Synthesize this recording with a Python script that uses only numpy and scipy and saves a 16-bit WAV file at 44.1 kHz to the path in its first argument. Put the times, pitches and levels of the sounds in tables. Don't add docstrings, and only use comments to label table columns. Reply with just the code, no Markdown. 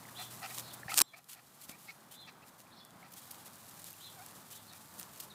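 import sys
import numpy as np
from scipy import signal
from scipy.fft import rfft, irfft
from scipy.io import wavfile
from scipy.ndimage import uniform_filter1d, minimum_filter1d

SR = 44100
rng = np.random.default_rng(int(sys.argv[2]) if len(sys.argv) > 2 else 0)


def persist_wave(psi):
    counts = np.round(np.clip(psi, -1, 1) * 32767).astype(np.int16)
    wavfile.write(sys.argv[1], SR, np.atleast_2d(counts).T)


N = 235690
T = np.arange(N) / SR

# (time [s], relative level [dB])
GRASS_STIR = [(0, -59.5), (.58, -53), (.85, -60.5), (1.75, -56.5), (2.25, -64.5), (2.98, -68), (3.28, -57),
              (3.6, -61), (3.88, -57), (4.96, -60), (5.11, -64), (5.19, -56), (5.34, -62.5)]
# (frequency [Hz], level [dB])
GRASS_SPECTRUM = [(500, -27), (1000, -4.5), (1600, -6), (2200, -5), (4000, -1.5), (5600, -3), (7500, -0.5),
                  (11600, -1), (14500, -1), (15500, -7)]
# (time [s], peak [dB], splinter decay time [s], body re crack [dB])
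SNAP_CRACKS = [(0.9426, -13.5, 0.00046, -2), (0.9762, -7.5, 0.0016, -15), (0.9828, -4, 0.00085, -7.5),
               (0.99, 9.5, 0.0004, -17), (0.9933, 0, .0007, -4.5), (1.0031, 6, 0.00077, -9),
               (1.0114, 1, 0.0016, 11), (1.016, 8.5, 0.0015, 0), (1.018, 8, 0.0004, -0.5)]
# (frequency [Hz], level [dB])
SNAP_SPECTRUM = [(240, -46), (400, -16.5), (821, -10), (900, -16), (1240, -7), (2090, -12.5), (2320, -6),
                 (3570, -6.5), (4920, -3), (6280, -2), (8280, 0.5), (13500, -6), (15500, -10)]


def undb(db):
    return 10 ** (np.asarray(db) / 20)


def unit(x):
    return x / np.sqrt(np.mean(x ** 2))


def curves(rows):
    times, *columns = np.transpose(rows)
    return [np.interp(T, times, column) for column in columns]


def drift(rate):
    knots = np.arange(int(N / SR * rate) + 2) / rate
    return 1.2 * np.interp(T, knots, rng.standard_normal(len(knots)))


def swell(middle, length):
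    return np.exp(-np.minimum(np.abs(2 * (T - middle) / length) ** 4, 50))


def phase(hz):
    return 2 * np.pi * np.cumsum(hz) / SR


def response(spectrum, size=2048):
    hz, db = np.transpose(spectrum)
    bin_hz = np.arange(size // 2 + 1) * SR / size
    gain = undb(np.interp(np.log(bin_hz + 1), np.log(hz), db))
    cepstrum = irfft(np.log(gain))
    cepstrum[1:size // 2] *= 2
    cepstrum[size // 2 + 1:] = 0
    h = irfft(np.exp(rfft(cepstrum)))
    return h / np.sqrt(np.sum(h ** 2))


def through(x, h):
    return signal.fftconvolve(x, h)[:N]


def resonate(x, hz, width_hz):
    return signal.lfilter(*signal.iirpeak(hz, hz / width_hz, fs=SR), x)


def ring(hz, t60):
    t = T[:SR // 4]
    return np.cos(2 * np.pi * hz * t) * np.exp(-np.log(1000) * t / t60)


def add(out, s, sound):
    start = int(s * SR)
    out[start:start + len(sound)] += sound[:N - start]


def with_delayed_copy(x, delay_s, db):
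    return x + undb(db) * np.interp(T - delay_s, T, x, left=0)


def grains(rate, spread_db):
    sizes = undb(spread_db * np.minimum(rng.exponential(size=N), 5))
    return unit((rng.random(N) < rate / SR) * sizes * rng.choice([-1, 1], N))


def fracture(h, decay_s, splinter):
    force = splinter * rng.standard_normal(len(h)) * np.exp(-T[:len(h)] / decay_s)
    force[0] = 1
    crack = signal.fftconvolve(force, h)
    return crack / np.abs(crack).max()


def garden(hum_hz=120):
    # (time [s], wash level [dB], hum level [dB])
    levels = [(0, -57, -63.5), (1.0, -57, -66), (1.8, -56, -79), (3.3, -58, -75.5), (3.8, -60, -78),
              (4.4, -58.5, -78), (5.34, -58, -79)]
    # (frequency [Hz], level [dB])
    wash_spectrum = [(25, -20), (50, -15.5), (80, -7.5), (110, -4), (145, 3), (185, 2.5), (300, -3),
                     (450, -7.5), (750, -3), (1200, -3.5), (2000, -12), (2700, -19), (4500, -19),
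                     (7000, -27.5), (15500, -29.5)]
    wash_db, hum_db = curves(levels)
    wash = through(rng.standard_normal(N), response(wash_spectrum, size=8192))
    hum = np.sqrt(2) * np.sin(phase(hum_hz + 0.58 * drift(11)))
    return undb(wash_db + 1.14 * drift(8)) * wash + undb(hum_db + 2.6 * drift(4.8)) * hum


def far_engine():
    # (time [s], firing frequency [Hz], level [dB])
    firing = [(2.5, 95, -100), (3.1, 96, -78), (4.1, 102, -71), (4.65, 103.3, -70), (5.0, 85, -75),
              (5.34, 76, -76)]
    hz, db = curves(firing)
    amplitude = undb(db + 2.6 * drift(11)) * np.sqrt(2)
    return amplitude * np.sin(phase(hz + 1.24 * drift(9.1)))


def far_notes():
    # (middle [s], length [s], pitch [Hz], glide [Hz/s], level [dB], burr [share of pitch])
    notes = [(0.667, 0.098, 4150, -4000, -56.5, 0.12), (0.715, .025, 3425, -4, -54, 0.055),
             (2.727, 0.036, 3840, 9, -59, 0.087), (2.786, 0.05, 4270, -3000, -57, 0.15),
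             (2.819, 0.037, 3440, 1498, -56.5, 0.028), (3.396, .015, 3320, 0, -62, 0.017),
             (4.531, 0.023, 3400, 2, -55.5, 0.11), (4.579, 0.044, 3560, -12000, -61, .08),
             (4.687, 0.027, 4400, 40000, -62, 0.047), (4.706, .022, 3730, -8000, -54.5, 0.056),
             (5.314, 0.025, 3810, -18000, -53.5, 0.03)]
    out, flutter = np.zeros(N), drift(900)
    for s, length, note_hz, glide, db, burr in notes:
        on = np.abs(T - s) < length
        hz = (note_hz + glide * (T[on] - s)) * (1 + burr * flutter[on])
        out[on] += undb(db) * swell(s, length)[on] * np.sin(phase(hz))
    return out


def chirps(rise_power=1.7, sag_s=0.052, fade_db_per_s=181, end_s=0.069):
    # (time of crest [s], level [dB], lead-in [s])
    arches = [(0.186, -53, 0.04), (1.062, -57.5, 0.05), (2.198, -56, .11), (4.04, -57, 0.049)]
    # (start [Hz], top [Hz], end [Hz], relative level [dB], rise [dB/s],
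    # loudest after crest [s], burr [share of pitch])
    voices = [(3240, 4090, 3900, .5, 174, 0.0049, 0.0091), (2564, 3720, 3000, 2, 108, 0.022, .026)]
    out = np.zeros(N)
    for start_hz, top_hz, end_hz, voice_db, rise_db_per_s, loudest_s, burr in voices:
        waver = 1 + burr * drift(700)
        for crest_s, db, lead_s in arches:
            t = T - crest_s
            climb_left = np.clip(-t / lead_s, 0, 1) ** rise_power
            sag = 1 - np.exp(-np.clip(t / sag_s, 0, 2) ** 2)
            hz = (top_hz + (start_hz - top_hz) * climb_left + (end_hz - top_hz) * sag) * waver
            slopes_db = np.minimum(rise_db_per_s * (t - loudest_s), fade_db_per_s * (loudest_s - t))
            envelope_db = np.minimum(slopes_db + 3, 0)
            gate = np.clip(np.minimum(t + lead_s, end_s - t) / 0.02, 0, 1)
            out += undb(db + voice_db + envelope_db) * gate * np.sin(phase(hz))
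    return out


def birds(foliage_t60_s=0.28):
    far = far_notes()
    near = with_delayed_copy(chirps(), delay_s=0.026, db=-7)
    t = T[:SR // 2]
    foliage = rng.standard_normal(len(t)) * np.exp(-np.log(1000) * t / foliage_t60_s)
    foliage /= np.sqrt(np.sum(foliage ** 2))
    direct = near + undb(-1.5) * far
    return direct + through(undb(-2) * near + far, foliage)


def whimper():
    # (time [s], pitch [Hz], level [dB])
    contour = [(4.15, 812, -74), (4.18, 770, -57.5), (4.2, 700, -53.5), (4.225, 794, -54.5),
               (4.25, 865, -71)]
    harmonics = [2, -6, -10]
    hz, db = curves(contour)
    fundamental = phase(hz * (1 + 0.006 * drift(600)))
    return undb(db) * sum(undb(harmonic_db + 1.3 * drift(130)) * np.sin(k * fundamental)
                          for k, harmonic_db in enumerate(harmonics, 1))


def snuffles(flare_depth=0.025, flares_per_s=30):
    # (middle [s], length [s], level [dB], spectral tilt [dB/octave])
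    puffs = [(0.209, 0.049, -47.5, 3), (0.446, 0.047, -43, 3.5), (0.508, 0.05, -51, 5),
             (0.904, 0.044, -46.5, 4.5), (0.923, .012, -44, 5), (0.939, 0.018, -43.5, 4),
             (1.14, 0.016, -47.5, 1.5), (1.167, 0.074, -50, 3), (1.381, 0.048, -50.5, 3.5),
             (1.732, 0.073, -56, 3), (1.899, 0.046, -50.5, 8.5), (2.287, 0.036, -51.5, 8),
             (2.43, 0.023, -59, 3), (3.034, .013, -60, 0.5), (3.055, 0.033, -60.5, 5),
             (4.735, 0.037, -57.5, 3)]
    # (frequency [Hz], nominal width [Hz], level [dB])
    resonances = [(752, 138, 8), (1296, 155, 2), (1970, 200, -0.5), (2390, 630, -4), (4170, 1900, -15.5)]
    air = grains(rate=3000, spread_db=2.5)
    warped_time = T + np.cumsum(flare_depth * drift(flares_per_s)) / SR
    cavities = []
    for hz, width, db in resonances:
        band = resonate(resonate(air, hz, 1.06 * width), hz, 1.06 * width)
        cavities.append((hz, undb(db) * np.interp(warped_time, T, band)))
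    out = np.zeros(N)
    for s, length, db, tilt in puffs:
        puff = sum(undb(tilt * np.log2(hz / 1000)) * band for hz, band in cavities)
        out += undb(db) * swell(s, length) * unit(puff)
    return out


def nose_whistle(rise_hz_per_s=6500):
    # (middle [s], length [s], level [dB], pitch [Hz])
    whistles = [(.904, 0.016, -40.5, 2220), (0.923, .014, -40, 1280), (1.143, 0.018, -39.5, 2350),
                (1.725, .008, -47, 2200), (1.744, .02, -51, 2350), (1.896, 0.02, -39, 2180),
                (2.287, 0.014, -48.5, 2600), (2.434, .018, -56, 2596)]
    out, waver = np.zeros(N), 1 + 0.035 * drift(600)
    for s, length, db, middle_hz in whistles:
        hz = (middle_hz + rise_hz_per_s * np.clip(T - s, -length, length)) * waver
        out += undb(db) * swell(s, length) * np.sin(phase(hz))
    return out


def smacks_and_paws(t60_at_1khz_s=0.013, damping_power=0.29):
    # (time [s], frequency [Hz], peak [dB])
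    pops = [(.053, 2050, -46.5), (.087, 1805, -45.5), (0.579, 1100, -42.5), (.832, 1760, -38.5),
            (0.858, 135, -41.5), (.882, 1810, -34), (.883, 725, -44), (1.0, 1610, -22.5), (1.693, 234, -38),
            (2.668, 2430, -53), (3.028, 2180, -46), (3.938, 2700, -51), (4.284, 3060, -56)]
    out = np.zeros(N)
    for s, hz, db in pops:
        t60 = t60_at_1khz_s * (1000 / hz) ** damping_power
        tone = ring(hz, t60)
        tone *= 1 - np.exp(-T[:len(tone)] / (0.11 * t60))
        add(out, s, undb(db) * tone / np.abs(tone).max())
    return out


def rustle():
    # (middle [s], length [s], level [dB], crunch re brush [dB])
    brushes = [(0.222, 0.068, -49.5, -15), (0.33, 0.06, -51.5, -7), (0.549, 0.014, -46.5, -15),
               (0.587, 0.051, -45, 1), (0.924, 0.059, -44.5, -16), (1.177, .03, -47.5, -6),
               (1.318, 0.066, -41.5, -13), (1.328, .012, -50, -17), (1.633, 0.052, -47.5, -14),
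               (1.695, 0.007, -45.5, 5), (1.703, 0.038, -45.5, 2), (1.84, 0.079, -53.5, -13),
               (2.137, 0.056, -51.5, -27), (2.478, 0.041, -57, -6), (2.603, 0.045, -56, -17),
               (3.179, 0.035, -50.5, -5), (3.468, 0.035, -52, 5), (3.799, 0.017, -52, -12),
               (3.872, 0.038, -50, -10), (4.521, 0.034, -50.5, -2), (4.561, 0.036, -52, -4),
               (5.005, 0.096, -56, -5), (5.207, 0.018, -52, 0), (5.239, 0.029, -52.5, -18)]
    stir_db, = curves(GRASS_STIR)
    fidget_db = 1.1 * drift(13) + 1.2 * drift(90)
    stirring = undb(stir_db + 1.66 + fidget_db) * grains(rate=4800, spread_db=2)
    slipping = undb(1.5 * drift(220)) * grains(rate=11000, spread_db=3)
    brushing = sum(undb(db) * swell(s, length) for s, length, db, _ in brushes)
    pressing = sum(undb(db + crunch_db) * swell(s, length) for s, length, db, crunch_db in brushes)
    hiss = through(stirring + brushing * slipping, response(GRASS_SPECTRUM))
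    crunch = resonate(undb(-7.5) * stirring + pressing * slipping, hz=640, width_hz=810)
    return hiss + crunch


def chewing():
    # (middle [s], length [s], level [dB])
    bites = [(0.742, 0.016, -43.5), (2.12, 0.018, -48), (3.124, 0.011, -49), (3.138, 0.007, -46),
             (3.312, 0.0062, -38.5), (3.322, 0.0088, -49), (4.263, 0.0059, -53), (4.997, 0.0052, -40.5),
             (5.007, 0.008, -47.5), (5.204, 0.0095, -38.5), (5.244, 0.0092, -60)]
    # (frequency [Hz], level [dB])
    fibre_spectrum = [(1000, -25), (2500, -9.5), (4500, -5.5), (6500, -6.5), (11500, -1), (14000, -2),
                      (15500, -1.5)]
    biting = sum(undb(db) * swell(s, length) for s, length, db in bites)
    return through(biting * grains(rate=7000, spread_db=3), response(fibre_spectrum))


def stalk_ticks(small_per_s=22, over_stir_db=7, scatter_db=5):
    # (time [s], peak [dB], resonance [Hz])
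    large_stalks = [(.112, -42, 12000), (.226, -37.5, 10000), (0.579, -29, 3700), (0.584, -24, 4500),
                    (0.597, -24.5, 6400), (.74, -44, 13500), (1.243, -36, 8000), (1.615, -32, 6500),
                    (1.695, -26, 4470), (2.491, -44, 7050), (2.603, -39, 4540), (2.850, -36.5, 10500),
                    (2.907, -42, 4500), (3.168, -45, 4000), (3.182, -36.5, 5000), (3.345, -40, 4500),
                    (3.459, -39, 10840), (3.48, -38, 7000), (3.557, -38, 11000), (3.696, -39, 12000),
                    (3.819, -36, 8470), (3.843, -30, 7500), (3.86, -46, 12000), (3.904, -34, 11000),
                    (3.908, -34, 12500), (3.93, -35, 11800), (4.263, -31.5, 10800), (4.287, -50, 11600),
                    (4.523, -41, 11000), (4.529, -41, 9000), (4.562, -37, 7950), (4.734, -38.5, 6000),
                    (4.983, -38, 9970), (4.991, -32.5, 12030), (4.999, -34, 10980), (5.006, -44, 4950),
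                    (5.013, -34.5, 5500), (5.024, -43, 12000), (5.030, -32, 6460), (5.136, -50, 7000),
                    (5.205, -43, 5520), (5.246, -43, 12870)]
    out, blades = np.zeros(N), response(GRASS_SPECTRUM)
    for s, db, hz in large_stalks:
        stalk = resonate(blades, hz, width_hz=8000)
        add(out, s, undb(db) * fracture(stalk, decay_s=0.00076, splinter=0.5))
    stir_db, = curves(GRASS_STIR)
    breaks = rng.random(N) < small_per_s / SR
    small_db = stir_db + over_stir_db + scatter_db * rng.standard_normal(N)
    for s, db in zip(T[breaks], small_db[breaks]):
        add(out, s, undb(db) * fracture(blades, decay_s=0.00085, splinter=0.29))
    return out


def strain(peak_s=0.98, rise_db_per_s=625.5, fall_db_per_s=467):
    t = T - peak_s
    scrape_db = -28 + np.minimum(rise_db_per_s * t, -fall_db_per_s * t)
    unbroken = T < SNAP_CRACKS[-1][0]
    rubbing = unbroken * undb(scrape_db) * grains(rate=12000, spread_db=2)
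    squeal_s, fall_hz_per_s = 0.013, 440000
    squeal_hz = 8200 - fall_hz_per_s * np.clip(t, -squeal_s, squeal_s)
    squeal = undb(-30) * swell(peak_s, squeal_s) * drift(3000) * np.sin(phase(squeal_hz))
    return through(rubbing, response(SNAP_SPECTRUM)) + squeal


def snap():
    # (frequency [Hz], t60 [s], relative level [dB])
    body_modes = [(194, 0.02, -58), (320, 0.024, -30.5), (1090, 0.008, -23.5), (1500, 0.0028, -24)]
    # (frequency [Hz], t60 [s], level [dB])
    bright_modes = [(4872, .21, -68), (5561, .3, -56), (7574, 0.18, -44)]
    out, material = np.zeros(N), response(SNAP_SPECTRUM)
    body = sum(undb(db) * ring(hz, t60) for hz, t60, db in body_modes)
    for s, db, decay_s, body_db in SNAP_CRACKS:
        add(out, s, undb(db) * fracture(material, decay_s, splinter=0.29))
        add(out, s, undb(db + body_db) * body)
    after_ring = sum(undb(db) * ring(hz, t60) for hz, t60, db in bright_modes)
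    add(out, SNAP_CRACKS[-1][0], after_ring)
    return out


def gain_control(x, ceiling_db=-2.5, recovery_s=1, window_s=0.00056):
    window = int(window_s * SR) + 1
    headroom_db = minimum_filter1d(ceiling_db - 20 * np.log10(np.abs(x) + 1e-9), window)
    excess_db = np.maximum(-headroom_db, 0)
    recovery = np.exp(-T / recovery_s)
    cut_db = np.maximum.accumulate(excess_db / recovery) * recovery
    return x * undb(-uniform_filter1d(cut_db, window))


def scene():
    grass = with_delayed_copy(rustle() + chewing() + stalk_ticks(), delay_s=0.0021, db=-21)
    close_by = grass + strain() + snap() + snuffles() + nose_whistle() + smacks_and_paws()
    return (close_by + birds() + whimper() + garden() + far_engine())[None]


def record(dry, low_hz=45.6, top_hz=15400):
    highpass = signal.butter(2, low_hz, "high", fs=SR, output="sos")
    lowpass = signal.ellip(8, 0.2, 70, top_hz, fs=SR, output="sos")
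    ducked = gain_control(signal.sosfilt(highpass, dry[0]))
    return signal.sosfilt(lowpass, ducked)[None]


dry = scene()
out = record(dry)
persist_wave(out)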